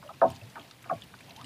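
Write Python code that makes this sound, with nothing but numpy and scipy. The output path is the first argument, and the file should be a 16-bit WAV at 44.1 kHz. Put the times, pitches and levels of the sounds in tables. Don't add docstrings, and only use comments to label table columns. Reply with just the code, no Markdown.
import sys
import numpy as np
from scipy import signal
from scipy.fft import rfft, irfft
from scipy.io import wavfile
from scipy.ndimage import uniform_filter1d

SR = 44100
rng = np.random.default_rng(int(sys.argv[2]) if len(sys.argv) > 2 else 0)


def field_ratio(decibels):
    return 10 ** (np.asarray(decibels, dtype=float) / 20)


def to_wav(sig):
    pcm = np.clip(np.atleast_2d(sig), -1, 1) * 32767
    pcm = np.round(pcm).astype(np.int16)
    wavfile.write(sys.argv[1], SR, pcm.T)


N = 63945


def unit(x):
    return x / np.sqrt(np.mean(x ** 2) + 1e-20)


def along(points, hz):
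    f, level = np.transpose(points)
    return np.interp(np.log(hz + 1), np.log(f + 1), level, left=-120, right=-120)


def bump(hz, focus_hz, width_oct):
    octaves = np.log2((hz + 1) / focus_hz)
    return -6 * (octaves / max(width_oct, 0.05)) ** 2


def noise(gain, size):
    spectrum = rfft(rng.standard_normal(size))
    return unit(irfft(spectrum * gain(np.fft.rfftfreq(size, 1 / SR)), size))


def rings(s, db, hz, t60, rise, turn, size, glide=0):
    t = np.arange(size) / SR
    columns = (s, db, hz, t60, rise, turn)
    s, db, hz, t60, rise, turn = [np.broadcast_to(v, np.shape(s))[:, None] for v in columns]
    envelope = field_ratio(db - 60 * t / t60) * (1 - np.exp(-t / rise)) ** 2
    cycles = hz * t * (1 + glide * t / t60) + turn
    wave = envelope * np.sin(2 * np.pi * cycles)
    at = np.round(np.abs(s) * SR).astype(int) + np.arange(size)
    return np.bincount(at.ravel(), wave.ravel(), N + 2 * SR)[:N]


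# (time [s], level [dB], focus [Hz], focus width [octaves], ring length [factor])
SLAPS = [(.026, -39, 1250, 0.36, 0.58), (.036, -38.5, 580, 0.071, 0.67), (.09, -35.5, 1150, 0.38, 0.54),
         (.101, -40.5, 930, 0.58, 0.62), (.136, -41.5, 1510, 0.34, 0.49), (.2145, -22.5, 1250, 0.5, 1.34),
         (.226, -19.5, 926, 0.29, 1.1), (.237, -21, 726, 0.7, 0.39), (.29, -42, 883, 0.32, 2.3),
         (.414, -39, 621, 0.11, 0.55), (.528, -47, 860, .15, 0.4), (.5545, -38.5, 1000, 0.48, 0.5),
         (.574, -38.5, 1230, 0.76, 1.08), (.64, -53.5, 810, 0.51, 1.7), (.84, -41, 1550, 0.5, 0.7),
         (0.855, -45, 1100, 0.69, 1.46), (0.8948, -35, 1100, 0.5, 0.5), (.905, -21, 1430, 0.25, 0.54),
         (.909, -33, 1000, 0.36, 0.4), (1.138, -42, 1610, 0.79, 0.17), (1.28, -54.5, 900, 0.47, 2.5),
         (1.318, -54.5, 840, 0.42, 1.3), (1.372, -52, 900, 0.3, 2), (1.394, -49, 1110, 0.54, 1.6),
         (.075, -43, 600, 0.087, 0.72), (.11, -37.5, 920, 0.55, 0.23), (.251, -21, 690, 0.65, 0.26),
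           (.565, -32.5, 1400, 0.21, 0.57), (.586, -44, 770, 0.44, 0.42), (0.711, -38, 1470, 0.24, 0.28),
           (1.41, -43, 1220, 0.4, 1), (.914, -36, 703, 0.35, 0.4), (0.2165, -22, 780, 1, .3),
           (.556, -35.5, 1620, .3, 1), (0.574, -39, 1460, 0.21, .6), (.58, -47, 400, 0.52, 0.39),
           (.852, -46.5, 1250, 0.47, 0.94), (.861, -53, 720, 0.18, 0.3), (.873, -50, 710, 0.15, 0.83),
           (.897, -22.5, 1158, 0.12, 0.87), (.945, -42, 670, 0.19, 0.67), (1.139, -41.5, 1250, 0.53, 0.26),
           (1.31, -49, 710, 0.19, 0.57)]
# (frequency [Hz], level [dB], t60 [s])
HULL_MODES = [(272.2, 6.5, 0.18), (320, -28, 0.093), (413, -18, 0.58), (544, -0.5, 0.052), (601, -4, 0.13),
              (671.2, 1, 0.12), (755.6, 0, 0.036), (809.5, -12.5, 0.18), (900, -9.5, 0.15),
              (1074, -21, 0.11), (1250, -9, 0.091), (1352, -15, 0.028), (1535, -6, 0.021),
              (1800, -33, 0.023)]
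# (frequency [Hz], level [dB])
FILL_MODES = [(200, 10), (300, 12), (460, -2), (650, -0.5), (1100, 1.5), (1700, -5.5), (2000, -31)]


def slaps():
    hull_hz, hull_db, hull_t60 = np.transpose(HULL_MODES)
    count, fill_count = len(hull_hz), 40
    scatter_db, rise_cycles = 4, 0.53
    skirt_db = -27.5
    out = np.zeros(N)
    for s, db, focus_hz, width_oct, length in SLAPS:
        fill_hz = 220 * 9 ** rng.random(fill_count)
        scattered_db = hull_db + scatter_db * rng.uniform(-1, 1, count)
        hz = np.append(hull_hz, fill_hz)
        mode_db = np.append(scattered_db, -12 + along(FILL_MODES, fill_hz))
        t60 = np.append(hull_t60, 0.17 * np.sqrt(660 / fill_hz)) * length
        lag = 0.002 * (660 / hz) ** 1.4
        colour_db = np.maximum(bump(hz, focus_hz, width_oct), skirt_db)
        turn = rng.random(len(hz))
        out += rings(s + lag, db + mode_db + colour_db, hz, t60, rise_cycles / hz, turn, size=7000)
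    return out


# (frequency [Hz], level [dB], t60 [s])
PANEL_MODES = [(266.1, -22, 0.3), (345, -18, .2), (542.6, 0, 0.11), (590, -8, .13), (661.4, 4.5, 0.13),
               (743, -2, 0.14), (804, -24, 0.15), (904.7, -6.5, 0.12), (1095, -14, .09), (1265, -24, 0.16),
               (1314, -22.5, 0.097), (1507, -11, 0.031), (1719, -15.5, 0.035)]


def blow():
    start_s, blow_db, rise_s = 0.2155, -10, 0.0075
    travel_s = 0.002578
    hz, level_db, t60 = np.transpose(PANEL_MODES)
    start = np.full(len(hz), start_s)
    return rings(start, blow_db + level_db, hz, t60, rise_s * 660 / hz, -hz * travel_s, size=12000)


# (time [s], level [dB], pitch [Hz], t60 [s], pitch glide [fraction])
POCKETS = [(.047, -38.5, 590, .07, -0.12), (.061, -41, 606, 0.096, 0.03), (.0905, -40, 1250, 0.045, 0.066),
           (.2185, -6, 729, 0.021, -0.054), (.2395, -13, 740, .04, 0), (.228, -18, 930, .09, 0),
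           (.2325, -20, 1050, 0.031, -0.0016), (.219, -26, 282.4, 0.062, 0.091),
           (.564, -33, 900, 0.073, 0.061), (.9115, -16, 801, .06, -.55), (.9235, -21, 740, .07, -.2),
           (.897, -26, 1200, .07, 0), (.897, -27, 750, .05, 0), (1.138, -34, 1550, .03, -0.091),
           (.575, -35, 1350, 0.016, -.2), (1.374, -42, 850, .1, .3), (1.394, -38, 1000, .06, .2),
           (.71, -42, 1300, .03, 0), (.556, -47, 1747, 0.053, 0.12)]


def pockets():
    s, db, hz, t60, glide = np.transpose(POCKETS)
    rise_s = 0.0015
    return rings(s, db, hz, t60, rise_s, 0, size=4000, glide=glide[:, None])


# (time [s], level [dB], pitch [Hz], t60 [s])
BOOMS = [(0.221, -40, 243.4, 0.33), (0.232, -43.5, 155.8, 0.31), (.47, -42, 115.5, 0.12),
         (.59, -51.5, 286.6, 0.16), (0.256, -40.5, 120.4, 0.34), (0.224, -35, 195.2, 0.18),
         (.28, -40.5, 88.6, 0.24), (0.418, -34, 109.3, 0.12), (0.468, -45, 192, 0.13),
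         (0.728, -60, 125.5, 0.45), (0.918, -29, 157.6, 0.088), (0.951, -35, 109.7, 0.12),
         (1.24, -55, 111, 0.23), (1.31, -55, 87, 0.18), (0.042, -67, 122, 0.081), (1.412, -50, 111.6, 0.47),
         (1.43, -38, 256, 0.13)]


def booms():
    s, db, hz, t60 = np.transpose(BOOMS)
    rise_s = 0.015
    return rings(s, db + 7.5, hz, t60, rise_s, 0, size=16000)


# (time [s], peak level [dB], pitch [Hz], splash width [octaves])
DROPS = [(0.076, -50, 2830, 0.21), (.137, -48.5, 2440, 0.15), (0.28, -48.5, 3560, 0.44),
         (0.288, -51.5, 6600, 0.092), (0.301, -41, 3090, 1.56), (0.316, -51, 7480, 0.29),
         (0.345, -54, 4500, 0.66), (.36, -47, 4120, 0.65), (0.413, -46, 2620, 0.29),
         (1.366, -54.5, 10800, 1.1), (0.499, -51.5, 4600, 1), (0.554, -45, 2150, 0.47),
         (0.595, -46, 3110, 0.26), (0.613, -48, 3300, 0.39), (.71, -43, 3627, 0.67),
         (0.826, -54.5, 7640, .3), (.825, -57, 12500, 0.33), (.841, -45.5, 2260, .5),
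         (0.893, -44, 2300, 0.18), (1.0193, -37.5, 3200, 0.37), (1.038, -54, 11700, 1.7),
         (1.138, -48, 1810, 0.76), (1.15, -51.5, 4330, 0.37), (1.188, -49.5, 2680, 1.1),
         (1.206, -45, 2290, 0.38), (1.293, -46, 2670, 0.22), (1.294, -50, 5760, .2),
         (1.306, -44.5, 3940, 0.3), (1.305, -45, 2470, 0.19), (1.206, -57, 8300, 0.36),
         (1.013, -52.5, 6820, 0.36), (1.035, -48.5, 2870, 0.58), (1.443, -51, 8250, .3),
         (0.31, -50.5, 4900, 0.82), (.433, -52, 4500, .3), (0.351, -53, 6900, 0.46),
         (.366, -51, 4400, 0.53), (.841, -54, 3000, 0.14), (1.362, -42.5, 3100, 0.96),
         (1.411, -43.5, 3640, 0.92), (1.443, -42.5, 2860, 0.63)]
# (frequency [Hz], level [dB])
PUFF = [(900, -30), (1600, -4), (4000, 0), (9000, -1), (15000, -2)]


def drops():
    t60, rise_s, glide, lumps_db = 0.028, 0.0008, 0.04, 2.5
    s, db, hz, _ = np.transpose(DROPS)
    bubbles = rings(s, db, hz, t60, rise_s, 0, size=2500, glide=glide)
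    out = np.append(bubbles, np.zeros(SR))
    t = np.arange(2500) / SR
    for at, level_db, pitch_hz, width_oct in DROPS:
        lumps = lumps_db * unit(uniform_filter1d(rng.standard_normal(len(t) // 2 + 1), size=40))
        puff = noise(lambda f: field_ratio(lumps + along(PUFF, f) + bump(f, pitch_hz, width_oct)), len(t))
        envelope = field_ratio(level_db - 60 * t / t60) * (1 - np.exp(-t / rise_s))
        out[round(at * SR):][:len(t)] += envelope * puff
    return out[:N]


# (time [s], level [dB])
SPRAY = [(0, -62.5), (0.261, -59), (.29, -55), (.37, -56.5), (.4, -61.5), (0.659, -58), (.76, -62),
         (1.0, -59), (1.1, -61), (1.28, -60), (1.45, -57)]


def spray(count=2500):
    when, level_db = np.transpose(SPRAY)
    s = rng.random(count) * N / SR
    hz = np.clip(3300 * np.exp(0.351 * rng.standard_normal(count)), 1700, 14000)
    size_db = 2.2 * np.minimum(rng.exponential(size=count), 4)
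    t60 = 3 * 7 / hz
    grains = unit(rings(s, size_db, hz, t60, 1 / hz, 0, size=500))
    mean_db = level_db.mean()
    swell_db = np.interp(np.arange(N) / SR, when, level_db - mean_db)
    return field_ratio(mean_db - 1 + 0.97 * swell_db) * grains


# (frequency [Hz], level [dB per Hz])
FLOOR = [(24, -71.5), (40, -21), (126, -3), (325, -15), (461, -17), (838, -17), (1250, -20.5), (14000, -35),
         (15500, -37)]
# (time [s], level [dB])
WASH = [
    (0, 0.5),
    (.2, -0.5),
    (.35, 1),
    (.6, 1),
    (.78, -2),
    (.95, 2),
    (1.1, -0.6),
    (1.301, 1.6),
    (1.45, 0),
]


def wash():
    z = signal.stft(noise(lambda f: field_ratio(along(FLOOR, f)), N), nperseg=512)[2]
    field = uniform_filter1d(rng.standard_normal(z.shape), size=6, axis=0)
    field = uniform_filter1d(field, size=8, axis=1)
    patchy = unit(signal.istft(z * field_ratio(1.27 * unit(field)), nperseg=512)[1][:N])
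    swell_db = np.interp(np.arange(N) / SR, *np.transpose(WASH))
    return field_ratio(-55 + swell_db) * patchy


# (frequency [Hz], width [Hz], level [dB])
WHINE = [(4800, 120, -79), (9600, 150, -77), (10900, 200, -81), (12600, 150, -82), (14380, 180, -77)]


def whine():
    out = np.zeros(N)
    for hz, width_hz, db in WHINE:
        out += field_ratio(db) * noise(lambda f: np.exp(-((f - hz) / width_hz) ** 2), N)
    return out


def scene():
    hull = slaps() + blow() + pockets() + booms()
    water = drops() + spray() + wash()
    return (hull + water + whine())[None]


def band_limit(x):
    return signal.sosfilt(signal.butter(12, 15900, fs=SR, output="sos"), x)


def record(dry):
    low_hz, top_hz = 40, 15250
    hz = np.fft.rfftfreq(2 * N, 1 / SR)
    low_pass = 1 / (1 + (hz / top_hz) ** 60)
    high_pass = 1 / (1 + (low_hz / (hz + 1)) ** 3)
    narrow = irfft(rfft(dry, 2 * N) * low_pass * high_pass)[:, :N]
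    return band_limit(narrow)


dry = scene()
out = record(dry)
to_wav(out)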